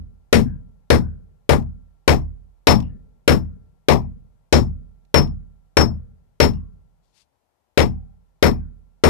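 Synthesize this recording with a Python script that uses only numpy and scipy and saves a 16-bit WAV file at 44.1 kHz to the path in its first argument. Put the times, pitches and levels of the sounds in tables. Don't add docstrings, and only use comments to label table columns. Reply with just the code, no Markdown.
import sys
import numpy as np
from scipy import signal
from scipy.fft import rfft, irfft
from scipy.io import wavfile
from scipy.ndimage import uniform_filter1d

SR = 44100
rng = np.random.default_rng(int(sys.argv[2]) if len(sys.argv) > 2 else 0)


def store_pcm(level_fs):
    pcm = np.round(np.clip(level_fs, -1, 1) * 32767).astype(np.int16)
    wavfile.write(sys.argv[1], SR, np.atleast_2d(pcm).T)


N = 400869


def gain_of(db):
    return 10 ** (np.asarray(db) / 20)


def read(points, hz):
    f, value = np.transpose(points)
    return np.interp(np.log(hz + 1), np.log(f + 1), value)


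def coloured(x, db_at):
    length = x.shape[-1]
    hz = np.fft.rfftfreq(length, 1 / SR)
    y = irfft(rfft(x) * gain_of(db_at(hz)), length)
    return y / np.sqrt(np.mean(y ** 2))


def add(mix, s, sound):
    at = round(s * SR)
    part = mix[:, max(at, 0):max(at + sound.shape[1], 0)]
    audible = sound[:, max(-at, 0):]
    part += audible[:, :part.shape[1]]


def modes(table, t, turn, rise_cycles):
    hz, left_db, right_db, t60 = np.transpose(table)[..., None]
    dying = gain_of(-60 * t / t60) * (1 - np.exp(-t * hz / rise_cycles))
    sides = []
    for k, db in enumerate((left_db, right_db)):
        sines = np.sin(2 * np.pi * (hz * t + turn[k]))
        sides.append((gain_of(db) * dying * sines).sum(0))
    return np.array(sides)


def hammer():
    # start in seconds, strength in dB, then how strongly the first, second and third
    # anvil rings wake, in dB.
    blows = [(-0.19, -2.5, -29, -46, -52), (0.3275, 4.5, -33.5, -39, -46), (0.9024, 3.5, -33.5, -38, -51),
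             (1.4923, 0.5, -40, -59.5, -50.5), (2.0776, 2.5, -32, -54, -40), (2.6701, 7, -20, -61, -45),
             (3.2776, 5, -28.5, -53.5, -46), (3.8847, 3, -32.5, -53.5, -29.5), (4.526, 3, -28.5, -61, -46),
             (5.1424, 3.5, -20.5, -47.5, -42.5), (5.7693, 4, -19, -48, -48.5), (6.4013, 3.5, -24, -58, -35),
             (7.7748, 1.5, -30.5, -52, -38), (8.4258, 3.5, -30.5, -63, -21), (9.0374, 3, -30, -38.5, -25)]
    thud_db, thud_follows = -1.1, 0.29
    crack_db = -0.5
    echo_s, echo_db = 0.086, -28.5

    t, out = np.arange(SR) / SR, np.zeros((2, N))
    thuds = wood_thuds(len(blows), t)
    tails = scatter(rattling_noise(len(blows)), t)
    fade_out = np.minimum(20 * (1 - t), 1)
    for (s, strength_db, *ring_db), thud, tail in zip(blows, thuds, tails):
        body = gain_of(thud_db + thud_follows * strength_db) * thud
        body += gain_of(strength_db) * tail
        add(out, s, (body + anvil_rings(ring_db, t)) * fade_out)
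        snap = gain_of(strength_db + crack_db) * crack()
        add(out, s, snap)
        echo = gain_of(echo_db) * snap * gain_of([[-20], [0]])
        add(out, s + echo_s, echo)
    return out


def crack():
    # frequency in Hz, relative left and right density in dB per Hz.
    snap_colour = [(911, -14.5, -26.5), (1830, -5, -6.5), (2850, -3, -7), (3900, -7.5, -3.5),
                   (5100, -12, -8.5), (7930, -14.5, -16.5), (14200, -16.5, -36)]
    t, (hz, *sides) = np.arange(SR // 10) / SR, np.transpose(snap_colour)
    noise = coloured(rng.standard_normal((2, len(t))),
                     lambda f: [read(np.c_[hz, db], f) for db in sides])
    fall = gain_of([[-4], [-10]] - 60 * t / .02)
    return noise * fall * (1 - np.exp(-t / .0011))


def wood_thuds(count, t):
    # frequency in Hz, relative left and right level in dB, time to lose 60 dB in seconds.
    low_modes = [(40.2, -42.5, -16.5, 0.51), (42.65, -45, -14.5, 0.83), (53.9, -31.5, -43.5, 1),
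                 (72.3, -19, -12.5, 0.17), (73.93, -8, -12.5, 0.45), (78.87, -12, -10.5, 0.54),
                 (85.8, -14, -14.5, 0.45), (116.7, -19, -28, 0.57), (125.4, -6.5, -27, 0.3),
                 (145.95, -1, -22, 0.3), (177.6, -12.5, -18.5, 0.49), (192.2, -20, -25.5, 0.5),
                 (209.1, -7.5, -17.5, 0.2), (240.5, -6, -23, 0.3)]
    # frequency in Hz, relative left level in dB.
    board_modes = [(272.4, -9), (315.8, -2.5), (356.2, -4), (402.8, 0), (416.4, -2.5), (444.9, -2),
                   (480.9, 2), (523.1, 1), (552.1, -2.5), (573.6, 1.5), (592, 1), (638, -6.5), (690, -7)]
    boards_right_db, boards_cycles = -27, 69
    varies_db = 2

    boards = [(hz, db, db + boards_right_db, boards_cycles / hz) for hz, db in board_modes]
    table = list(low_modes) + boards
    rises = [0.9] * len(low_modes) + [0.2] * len(boards)
    push = rng.integers(0, 2, (2, len(table), 1)) / 2
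    wood = np.array([modes([row], t, push[:, [k]], rises[k]) for k, row in enumerate(table)])
    wake = gain_of(varies_db * rng.standard_normal((count, len(wood))))
    return np.tensordot(wake, wood, axes=1)


def anvil_rings(ring_db, t):
    # frequency in Hz, left and right dB added to the blow's
    # ring level, time to lose 60 dB in seconds.
    ring_modes = [(5389, 24, 7, .15), (8971, 20, 11, .15), (11890, 7, -16, .12), (4172, 18, 5, .12)]
    twin_ratio, twin_db = 1.003, -9
    long_ring = (1362, -69, -80, 2.5)

    wake_db = [*ring_db, ring_db[1]]
    rung = [(hz, left + wake, right + wake, t60)
            for (hz, left, right, t60), wake in zip(ring_modes, wake_db)]
    rung += [(hz * twin_ratio, left + twin_db, right + twin_db, t60) for hz, left, right, t60 in rung]
    turn = rng.random((2, len(rung), 1))
    anvil = modes([long_ring], t, turn[:, :1], 15)
    add(anvil, 0, modes(rung, t[:SR // 3], turn, 47))
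    return anvil


def rattling_noise(count):
    common = rng.standard_normal((2, SR))
    fresh = rng.standard_normal((count, 2, SR))
    grain = uniform_filter1d(rng.standard_normal((count, 1, SR)), size=150)
    return 0.64 * common + 0.76 * gain_of(19 * grain) * fresh


def scatter(noise, t):
    # centre in Hz, relative left and right level in dB,
    # quick 60 dB time in seconds, late left and right level in dB, late 60 dB time in seconds.
    bands = [(147, -12.5, -31, 0.4, -42.5, -54.5, 1.3), (238, -13.5, -30.5, 0.35, -55.5, -66, 1.2),
             (300, -6.5, -23.5, 0.1, -53.5, -69, 0.7), (430, -6.5, -21, 0.08, -54.5, -67, 1.1),
             (754, -6, -33.5, 0.18, -53.5, -70.5, 0.43), (1415, -7.5, -36, 0.12, -61.5, -74.5, 0.71),
             (1980, -7, -32, 0.12, -60, -72.5, 0.5), (2800, -12, -35, 0.11, -58.5, -69.5, 0.37),
             (4100, -14, -32, .13, -63, -73.5, 0.17), (6400, -19, -39.5, .14, -65.5, -75, .3),
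             (9700, -22, -49, 0.13, -70.5, -75.5, .3), (14500, -23.5, -58.5, 0.17, -76, -81.5, .3)]
    z, hz = rfft(noise), np.fft.rfftfreq(len(t), 1 / SR)
    out, centres = np.zeros_like(noise), [row[0] for row in bands]
    for share, (f, left_db, right_db, t60, *late_db, late_t60) in zip(np.eye(len(bands)), bands):
        weight = read(list(zip(centres, share)), hz)
        band = irfft(z * weight * (hz > 90), len(t))
        quick = gain_of([[left_db], [right_db]] - 60 * t / t60)
        late = gain_of(np.c_[late_db] - 60 * t / late_t60)
        rise = 1 - np.exp(-t * f / 3.0)
        colour = gain_of(2.2 * rng.standard_normal((len(noise), 1, 1)))
        out += band / band.std() * (quick + late) * rise * colour
    return out


def chatter():
    # start in seconds, level in dB.
    slab_drops = [(1.5994, -36), (1.6237, -39.5), (2.802, -21), (2.8245, -31.5), (4.0174, -44), (5.05, -47),
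                  (5.199, -24), (5.273, -32), (6.535, -36)]
    # start in seconds, level in dB ahead of the swell,
    # centre in Hz.
    tong_buzzes = [(.45, -48.5, 1600), (.48, -61, 950), (1.02, -49, 1530), (2.82, -48.5, 2800),
                   (2.879, -59, 1770), (4.0, -57, 2420), (6.519, -54, 1090), (6.53, -57, 2800),
                   (7.9, -53.5, 770), (8.52, -54, 2400), (8.58, -58, 1520)]
    drop_left_db, buzz_right_db = -15.5, -18
    swell_cycles = 52

    t, out = np.arange(SR // 3) / SR, np.zeros((2, N))
    for s, db in slab_drops:
        add(out, s, gain_of(db) * crack() * gain_of([[drop_left_db], [0]]))
    for s, db, hz in tong_buzzes:
        buzz = coloured(rng.standard_normal((2, len(t))),
                        lambda f: -15 * np.log10(1 + ((f - hz) / (.05 * hz)) ** 2))
        swell = t * hz / swell_cycles
        envelope = swell * np.exp(-swell)
        add(out, s, gain_of(db) * envelope * buzz * gain_of([[0], [buzz_right_db]]))
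    return out


def drag():
    # frequency in Hz, relative density in dB per Hz.
    scale_colour = [(470, -45), (800, -19), (870, -11), (1260, -15), (4430, -3.5), (11000, -16),
                    (14000, -33)]
    start, pull, full, let_go = 7.02, 7.125, 7.165, 7.22
    touch_db, full_db, right_db = -75, -58, -25
    fade_db = 690

    t = np.arange(start, start + .35, 1 / SR)
    db = np.interp(t, [pull, full], [touch_db, full_db])
    db -= fade_db * np.maximum(t - let_go, 0)
    sharp = rng.random(len(t)) < 250 / SR
    grains = rng.standard_normal((2, len(t))) * (1 + 6 * sharp)
    grind = coloured(grains, lambda f: read(scale_colour, f))
    onset = np.minimum((t - start) / .015, 1)
    out = np.zeros((2, N))
    add(out, start, onset * gain_of(db + [[0], [right_db]]) * grind)
    return out


def air():
    # frequency in Hz, relative density in dB per Hz.
    hum_hiss = [(18, -38), (30, -5), (69, 1.5), (154, -10), (394, -9.5), (437, -9), (837, -7),
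                (1240, -16.5), (3320, -22), (15000, -27.5)]
    # frequency in Hz, left over right in dB.
    left_over_right = [(60, 9), (240, 11), (950, 13), (3770, -1.5), (15000, 1.5)]
    level_db = -73
    side = np.array([[.5], [-.5]])
    noise = rng.standard_normal((2, N))
    return gain_of(level_db) * coloured(
        noise, lambda f: read(hum_hiss, f) + side * read(left_over_right, f))


def scene():
    return hammer() + chatter() + drag() + air()


def record(dry):
    window = 132
    level_db = 20 * np.log10(uniform_filter1d(abs(dry), size=window) + 1e-9)
    fall = np.arange(N) * 900.0 / SR
    held_level_db = np.maximum.accumulate(level_db + fall, axis=1) - fall
    over_db = np.maximum(held_level_db + 8, 0)
    late_over_db = uniform_filter1d(over_db, size=window, origin=60)
    held = dry / gain_of(0.81 * late_over_db)
    ceiling, knee = .92, 3.
    clipped = held / (1 + abs(held / ceiling) ** knee) ** (1 / knee)
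    coupled = signal.lfilter(*signal.butter(1, 32, "high", fs=SR), clipped)
    shelf = signal.firwin2(255, [0, 14200, 14700, SR / 2], [1, 1, .05, .05], fs=SR)
    edge = signal.firwin(511, 15900, window=("kaiser", 9), fs=SR)
    treble_cut = np.convolve(shelf, edge)[None]
    return np.clip(signal.oaconvolve(coupled, treble_cut, "same", axes=1), -1, 1)


dry = scene()
out = record(dry)
store_pcm(out)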